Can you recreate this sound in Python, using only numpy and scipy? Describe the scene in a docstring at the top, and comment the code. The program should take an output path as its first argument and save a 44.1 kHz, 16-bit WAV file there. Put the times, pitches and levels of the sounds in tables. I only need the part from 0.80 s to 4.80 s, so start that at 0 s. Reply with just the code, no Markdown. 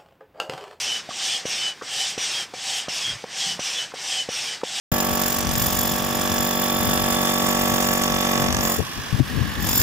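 """A double-action hand pump fills an air tent on a lawn, breathing hard on every push and pull.
Each stroke is a rush of air through barrel and ribbed hose that swells, holds and dies as the piston
slows; the ribs whistle in sagging tones, and each pull tails off in a rasp. At the turns of the piston
a valve flap flutters and claps over. Behind lie faint open air, one puff of wind and one soft step."""
import sys
import numpy as np
from scipy import signal
from scipy.fft import rfft, irfft
from scipy.io import wavfile

SR = 44100
rng = np.random.default_rng(int(sys.argv[2]) if len(sys.argv) > 2 else 0)


def output_pcm(signal):
    """Save a mono or channel-first signal as 16-bit PCM at the path in sys.argv[1].

    Samples are clipped to [-1, 1] before scaling.
    """
    pcm = np.clip(np.atleast_2d(signal).T, -1, 1) * 32767
    wavfile.write(sys.argv[1], SR, np.round(pcm).astype(np.int16))


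N = 176400
T = np.arange(N) / SR

# piston strokes (start [s], length [s], level [dB], swell depth [dB], slows after [s], slowing dip [dB])
PUSH_STROKES = [(.289, 0.37, -25.5, 13.5, 0.26, 14.5), (1.02, 0.36, -25, 16, 0.26, 13.5),
                (1.735, 0.34, -25.5, 14.5, 0.24, 15), (2.44, 0.38, -25.5, 25, 0.26, 17.5),
                (3.139, .349, -26, 14.5, 0.25, 16.5), (3.834, 0.32, -26, 10, .25, 16)]
PULL_STROKES = [(-.06, .349, -27.5, 9.7, 0.23, 14), (.653, .36, -27.5, 5.9, 0.23, 18.6),
                (1.377, .358, -26.5, 5.3, .24, 20), (2.083, 0.36, -27.5, 6.4, 0.23, 10.4),
                (2.793, 0.33, -28, 5.5, .23, 12.4), (3.488, 0.33, -28, 8.9, 0.24, 12)]
# tone colour of the two hisses and of the barrel's body (frequency [Hz], level [dB])
PUSH_HISS_COLOUR = [(880, -73), (1500, -48), (1670, -13), (2330, -9.5), (2700, -4), (3090, 0), (4140, -6.5),
                    (5450, -2), (6620, -7.5), (8450, -8), (9690, -21), (13800, -30), (15500, -38)]
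PULL_HISS_COLOUR = [(1200, -29), (1800, -17), (2300, -4), (2800, -0.5), (3400, 3), (4200, -2.5),
                    (5300, 1.5), (6100, -0.5), (6800, -4), (8600, -5.5), (9800, -16.5), (11000, -21.5),
                    (14000, -24), (15500, -37)]
BARREL_COLOUR = [(40, -26), (90, -14.5), (140, -4), (300, -7), (500, 0.5), (780, 0.5), (1100, 1.5),
                 (1350, 0.5), (1750, 5.5), (2300, 4), (4000, -21), (9000, -37), (15000, -53)]
# hose resonances that sing
LOW_HZ, SECOND_HZ, MIDDLE_HZ, HIGH_HZ, HIGHEST_HZ = 3012, 3150, 3260, 3410, 3460
# hose whistles (middle [s], length [s], resonance [Hz], level [dB])
HOSE_WHISTLES = [(0.128, .17, LOW_HZ, -28), (.505, 0.2, LOW_HZ, -33), (.535, .11, MIDDLE_HZ, -30),
                 (0.48, .09, HIGH_HZ, -34), (0.531, .09, HIGHEST_HZ, -30), (0.857, .17, LOW_HZ, -27.5),
                 (1.223, .09, LOW_HZ, -26), (1.1, .11, MIDDLE_HZ, -43), (1.574, 0.11, MIDDLE_HZ, -30),
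                 (1.604, 0.11, SECOND_HZ, -37), (1.949, .12, SECOND_HZ, -37), (1.964, .13, LOW_HZ, -44),
                 (1.96, 0.092, MIDDLE_HZ, -30.5), (2.276, .14, MIDDLE_HZ, -27), (2, 0.089, LOW_HZ, -35),
                 (2.695, .13, LOW_HZ, -31), (2.632, .14, MIDDLE_HZ, -32), (2.965, .09, HIGH_HZ, -29.5),
                 (3.01, .1, LOW_HZ, -27.5), (3.394, .1, LOW_HZ, -28.5), (3.347, 0.11, MIDDLE_HZ, -33.5),
                 (3.71, .12, LOW_HZ, -33.5), (3.68, 0.068, MIDDLE_HZ, -35)]
# valve claps (time [s], level [dB], ring [Hz], thud against ring [dB], clack against ring [dB])
VALVE_CLAPS = [(.2895, -27.5, 696, -4, -13), (.6535, -22, 515, -1.5, -11), (1.0198, -25.5, 470, -21, -12),
               (1.3772, -26, 479, 1.5, -7), (1.7375, -27, 525, -7, -3), (2.0825, -25, 617, 0.5, -4),
               (2.4398, -23.5, 490, -19, -11), (2.7925, -24.5, 594, 2, -6), (3.1385, -26, 525, -8, -9),
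               (3.488, -23, 520, 0.5, -8), (3.8335, -16, 500, -16, -16)]
# flap flutters around the turns (time [s], level [dB])
VALVE_FLUTTERS = [(0.303, -35), (1.011, -34), (1.029, -45), (2.072, -39.5), (2.786, -40), (3.116, -40.5),
                  (3.153, -45), (3.479, -48), (3.811, -39.5)]
# tone colour of the open air and of the wind puff (frequency [Hz], level [dB])
OPEN_AIR_COLOUR = [(22, -37), (40, -12.5), (80, -7), (130, 1.5), (300, -2), (700, -3), (1500, -6),
                   (5000, -8.5), (15000, -29)]
WIND_COLOUR = [(22, -28), (40, -6), (80, -11), (120, 5), (220, -12), (500, -37), (2000, -70)]

# a push swells slowly; a pull bites sooner, with more barrel and jet
PUSH_FLOW = dict(peak_s=0.17, rise_curve=1.21, slowing_s=0.12, barrel_share=0.31)
PULL_FLOW = dict(peak_s=0.075, rise_curve=1.2, slowing_s=0.078, barrel_share=0.62)
PUSH_VOICE = dict(barrel_db=-14.5, hollow_db=-17.5, jet_db=-12, octave_db=-27)
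PULL_VOICE = dict(barrel_db=-10.5, hollow_db=-21.5, jet_db=-2, octave_db=-4)


def air_rush(strokes, flow, colour, barrel_db, hollow_db, jet_db, octave_db):
    """Air driven by the piston: hiss and valve jet over a hollow ring and the body of the barrel."""
    hiss_gain, top_gain, barrel_gain, age = piston_flow(strokes, **flow)
    jet = valve_jet(age, jet_db, octave_db)
    hollow = undb(hollow_db) * ring(771.5, width_hz=61)
    hiss = hose(eddies(noise(colour)) + jet, age)
    top = signal.sosfiltfilt(signal.butter(4, 6400, "high", fs=SR, output="sos"), hiss)
    barrel = undb(barrel_db) * hose(eddies(noise(BARREL_COLOUR)), age)
    return hiss_gain * (hiss - top + hollow) + top_gain * top + barrel_gain * barrel


def piston_flow(strokes, peak_s, rise_curve, slowing_s, barrel_share):
    """The flow swells, droops and dies as the piston slows: three envelopes and the stroke's age [s]."""
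    open_s, close_s, droop_db_per_s = 0.004, 0.005, 17
    hiss_gain, top_gain, barrel_gain, age = np.zeros((4, N))
    for start, length, db, swell_db, slows_after, dip_db in strokes:
        elapsed = np.maximum(T - start, 0)
        rise_db = -swell_db * np.clip(1 - elapsed / peak_s, 0, 1) ** rise_curve
        droop_db = droop_db_per_s * np.maximum(elapsed - peak_s, 0)
        slowing = np.sin(np.pi / 2 * np.clip((elapsed - slows_after) / slowing_s, 0, 1)) ** 2
        swing_db = rise_db - droop_db - dip_db * slowing
        gate = np.clip(elapsed / open_s, 0, 1) * np.clip(1 - (elapsed - length) / close_s, 0, 1)
        hiss_gain += gate * undb(db + swing_db)
        top_gain += gate * undb(db + 1.16 * swing_db)  # the top of the hiss needs fast flow
        barrel_gain += gate * undb(db + barrel_share * swing_db)  # the barrel follows more gently
        age = np.where(elapsed > 0, elapsed, age)
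    return hiss_gain, top_gain, barrel_gain, age


def valve_jet(age, jet_db, octave_db):
    """The jet through the valve: a bright band and its lower octave, wandering, sinking and fading."""
    sag_hz_per_s, wander_hz, fade_db_per_s = 2400, 170, 36
    hz = 5738 - sag_hz_per_s * age + wander_hz * ring(0, width_hz=18)
    upper = undb(jet_db) * ring(hz, width_hz=360)
    lower = undb(octave_db) * ring(hz / 2, width_hz=360)
    return undb(-fade_db_per_s * age) * (upper + lower)


def eddies(rush):
    """Turbulence makes narrow bands of the rush flicker on their own."""
    band_hz, depth_db, bands = 260, 1.9, 36
    position = np.minimum(np.arange(N // 2 + 1) * SR / N / band_hz, bands - 1)
    spectrum, out = rfft(rush), np.zeros(N)
    flicker = undb(depth_db * ring(0, width_hz=15))
    for k in range(bands):
        band = irfft(spectrum * np.maximum(1 - abs(position - k), 0), N)
        out += band * np.roll(flicker, rng.integers(N))
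    return unit(out)


def hose(rush, age):
    """Sound runs up and down the hose; its resonances sag through the stroke."""
    echo_s, stretch_per_s, reflection = 0.0081, 0.154, 0.25
    lag = echo_s * (1 + stretch_per_s * age) * SR
    n = np.arange(N)
    echoes = sum(reflection ** k * np.interp(n - k * lag, n, rush, left=0) for k in (1, 2, 3))
    return unit(rush + echoes)


def hose_whistles():
    """The ribs of the hose sing on one resonance and stir its neighbours, rough and sinking in pitch."""
    sag_hz_per_s, neighbour_step_hz = 680, 122
    roughness = ring(0, width_hz=24) + 1j * ring(0, width_hz=24)
    neighbours = ring(neighbour_step_hz, width_hz=12) + 1j * ring(neighbour_step_hz, width_hz=12)
    waver = 1 + 0.45 * roughness / np.sqrt(2) + undb(-12.5) * neighbours
    out = np.zeros(N)
    for middle, length, hz, db in HOSE_WHISTLES:
        pitch = hz - sag_hz_per_s * np.clip(T - middle, -length, length)
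        tone = np.roll(waver, rng.integers(N)) * np.exp(2j * np.pi * np.cumsum(pitch) / SR)
        out += undb(db) * swell(middle, length) * unit(tone.real)
    return out


def valve_flap():
    """The flap flutters and claps over: a short hollow knock, a clack, a low thud and a noisy slap."""
    claps, slap_noise = np.zeros(N), ring(800, width_hz=650)
    for start, db, hz, thud_db, clack_db in VALVE_CLAPS:
        elapsed = np.maximum(T - start, 0)
        knock = burst(start, peak_s=0.0018) * np.sin(2 * np.pi * hz * elapsed)
        clack = undb(clack_db) * np.exp(-elapsed / 0.0086) * np.sin(2 * np.pi * 729 * elapsed)
        thud = undb(thud_db) * burst(start, peak_s=0.0009) * np.sin(2 * np.pi * 185 * elapsed)
        slap = undb(-7.5) * burst(start, peak_s=0.0014) * slap_noise
        claps += undb(db) * (knock + clack - thud + slap)
    flutter_gain = sum(undb(db) * burst(start, peak_s=0.0052) for start, db in VALVE_FLUTTERS)
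    flutter = flutter_gain * ring(1214, width_hz=370)
    return signal.sosfilt(signal.butter(2, 100, "high", fs=SR, output="sos"), claps + flutter)


def intake_rasp():
    """The intake drops to a lower, falling rasp near the top of each pull."""
    centre_hz, fall_hz_per_s, delay_s = 1706, 3000, 0.22
    gain, hz = 0, centre_hz
    for start, *_ in PULL_STROKES:
        gain = gain + swell(start + delay_s, length_s=0.15)
        hz = np.where(T > start, centre_hz - fall_hz_per_s * (T - start - delay_s), hz)
    return undb(-43) * gain * ring(hz, width_hz=360)


def outdoors():
    """A faint bed of open air, with one low puff of wind and the soft shuffle of a step on grass."""
    step = undb(-45.5) * swell(2.7, length_s=0.23) * ring(175, width_hz=40)
    bed = undb(-48.5) * noise(OPEN_AIR_COLOUR)
    puff = undb(-43) * swell(2.315, length_s=0.15) * noise(WIND_COLOUR)
    return bed + puff + step


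def undb(db):
    """Decibels to gain."""
    return 10 ** (np.asarray(db) / 20)


def unit(x):
    """Scale to rms 1."""
    return x / np.sqrt(np.mean(x ** 2))


def noise(colour):
    """Noise at rms 1, shaped by (frequency [Hz], level [dB]) points."""
    hz, db = np.array(colour, float).T
    bin_hz = np.maximum(np.arange(N // 2 + 1) * SR / N, 1)
    gain = undb(np.interp(np.log(bin_hz), np.log(hz), db))
    return unit(irfft(rfft(rng.standard_normal(N)) * gain, N))


def ring(hz, width_hz):
    """Noise in one steep-sided resonance whose centre may glide; at 0 Hz, a slow random wobble."""
    wobble = rng.standard_normal(N) + 1j * rng.standard_normal(N)
    for width in (width_hz, 4 * width_hz):
        wobble = signal.lfilter([1], [1, -np.exp(-np.pi * width / SR)], wobble)
    phase = 2 * np.pi * np.cumsum(np.broadcast_to(hz, N)) / SR
    return unit((wobble * np.exp(1j * phase)).real)


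def swell(middle_s, length_s):
    """A smooth rise and fall."""
    return np.cos(np.pi * np.clip((T - middle_s) / length_s, -0.5, 0.5))


def burst(start_s, peak_s):
    """A quick attack to 1 and a decay."""
    progress = np.maximum(T - start_s, 0) / peak_s
    return progress * np.exp(1 - progress)


def scene():
    """Pump and open air, the same in both ears."""
    pushes = air_rush(PUSH_STROKES, PUSH_FLOW, PUSH_HISS_COLOUR, **PUSH_VOICE)
    pulls = air_rush(PULL_STROKES, PULL_FLOW, PULL_HISS_COLOUR, **PULL_VOICE)
    pump = pushes + pulls + intake_rasp() + hose_whistles() + valve_flap()
    return np.tile(pump + outdoors(), (2, 1))


def record(dry):
    """A steep low-pass trims the very top."""
    return signal.sosfilt(signal.ellip(10, 0.2, 80, 15700, fs=SR, output="sos"), dry)


dry = scene()
out = record(dry)
output_pcm(out)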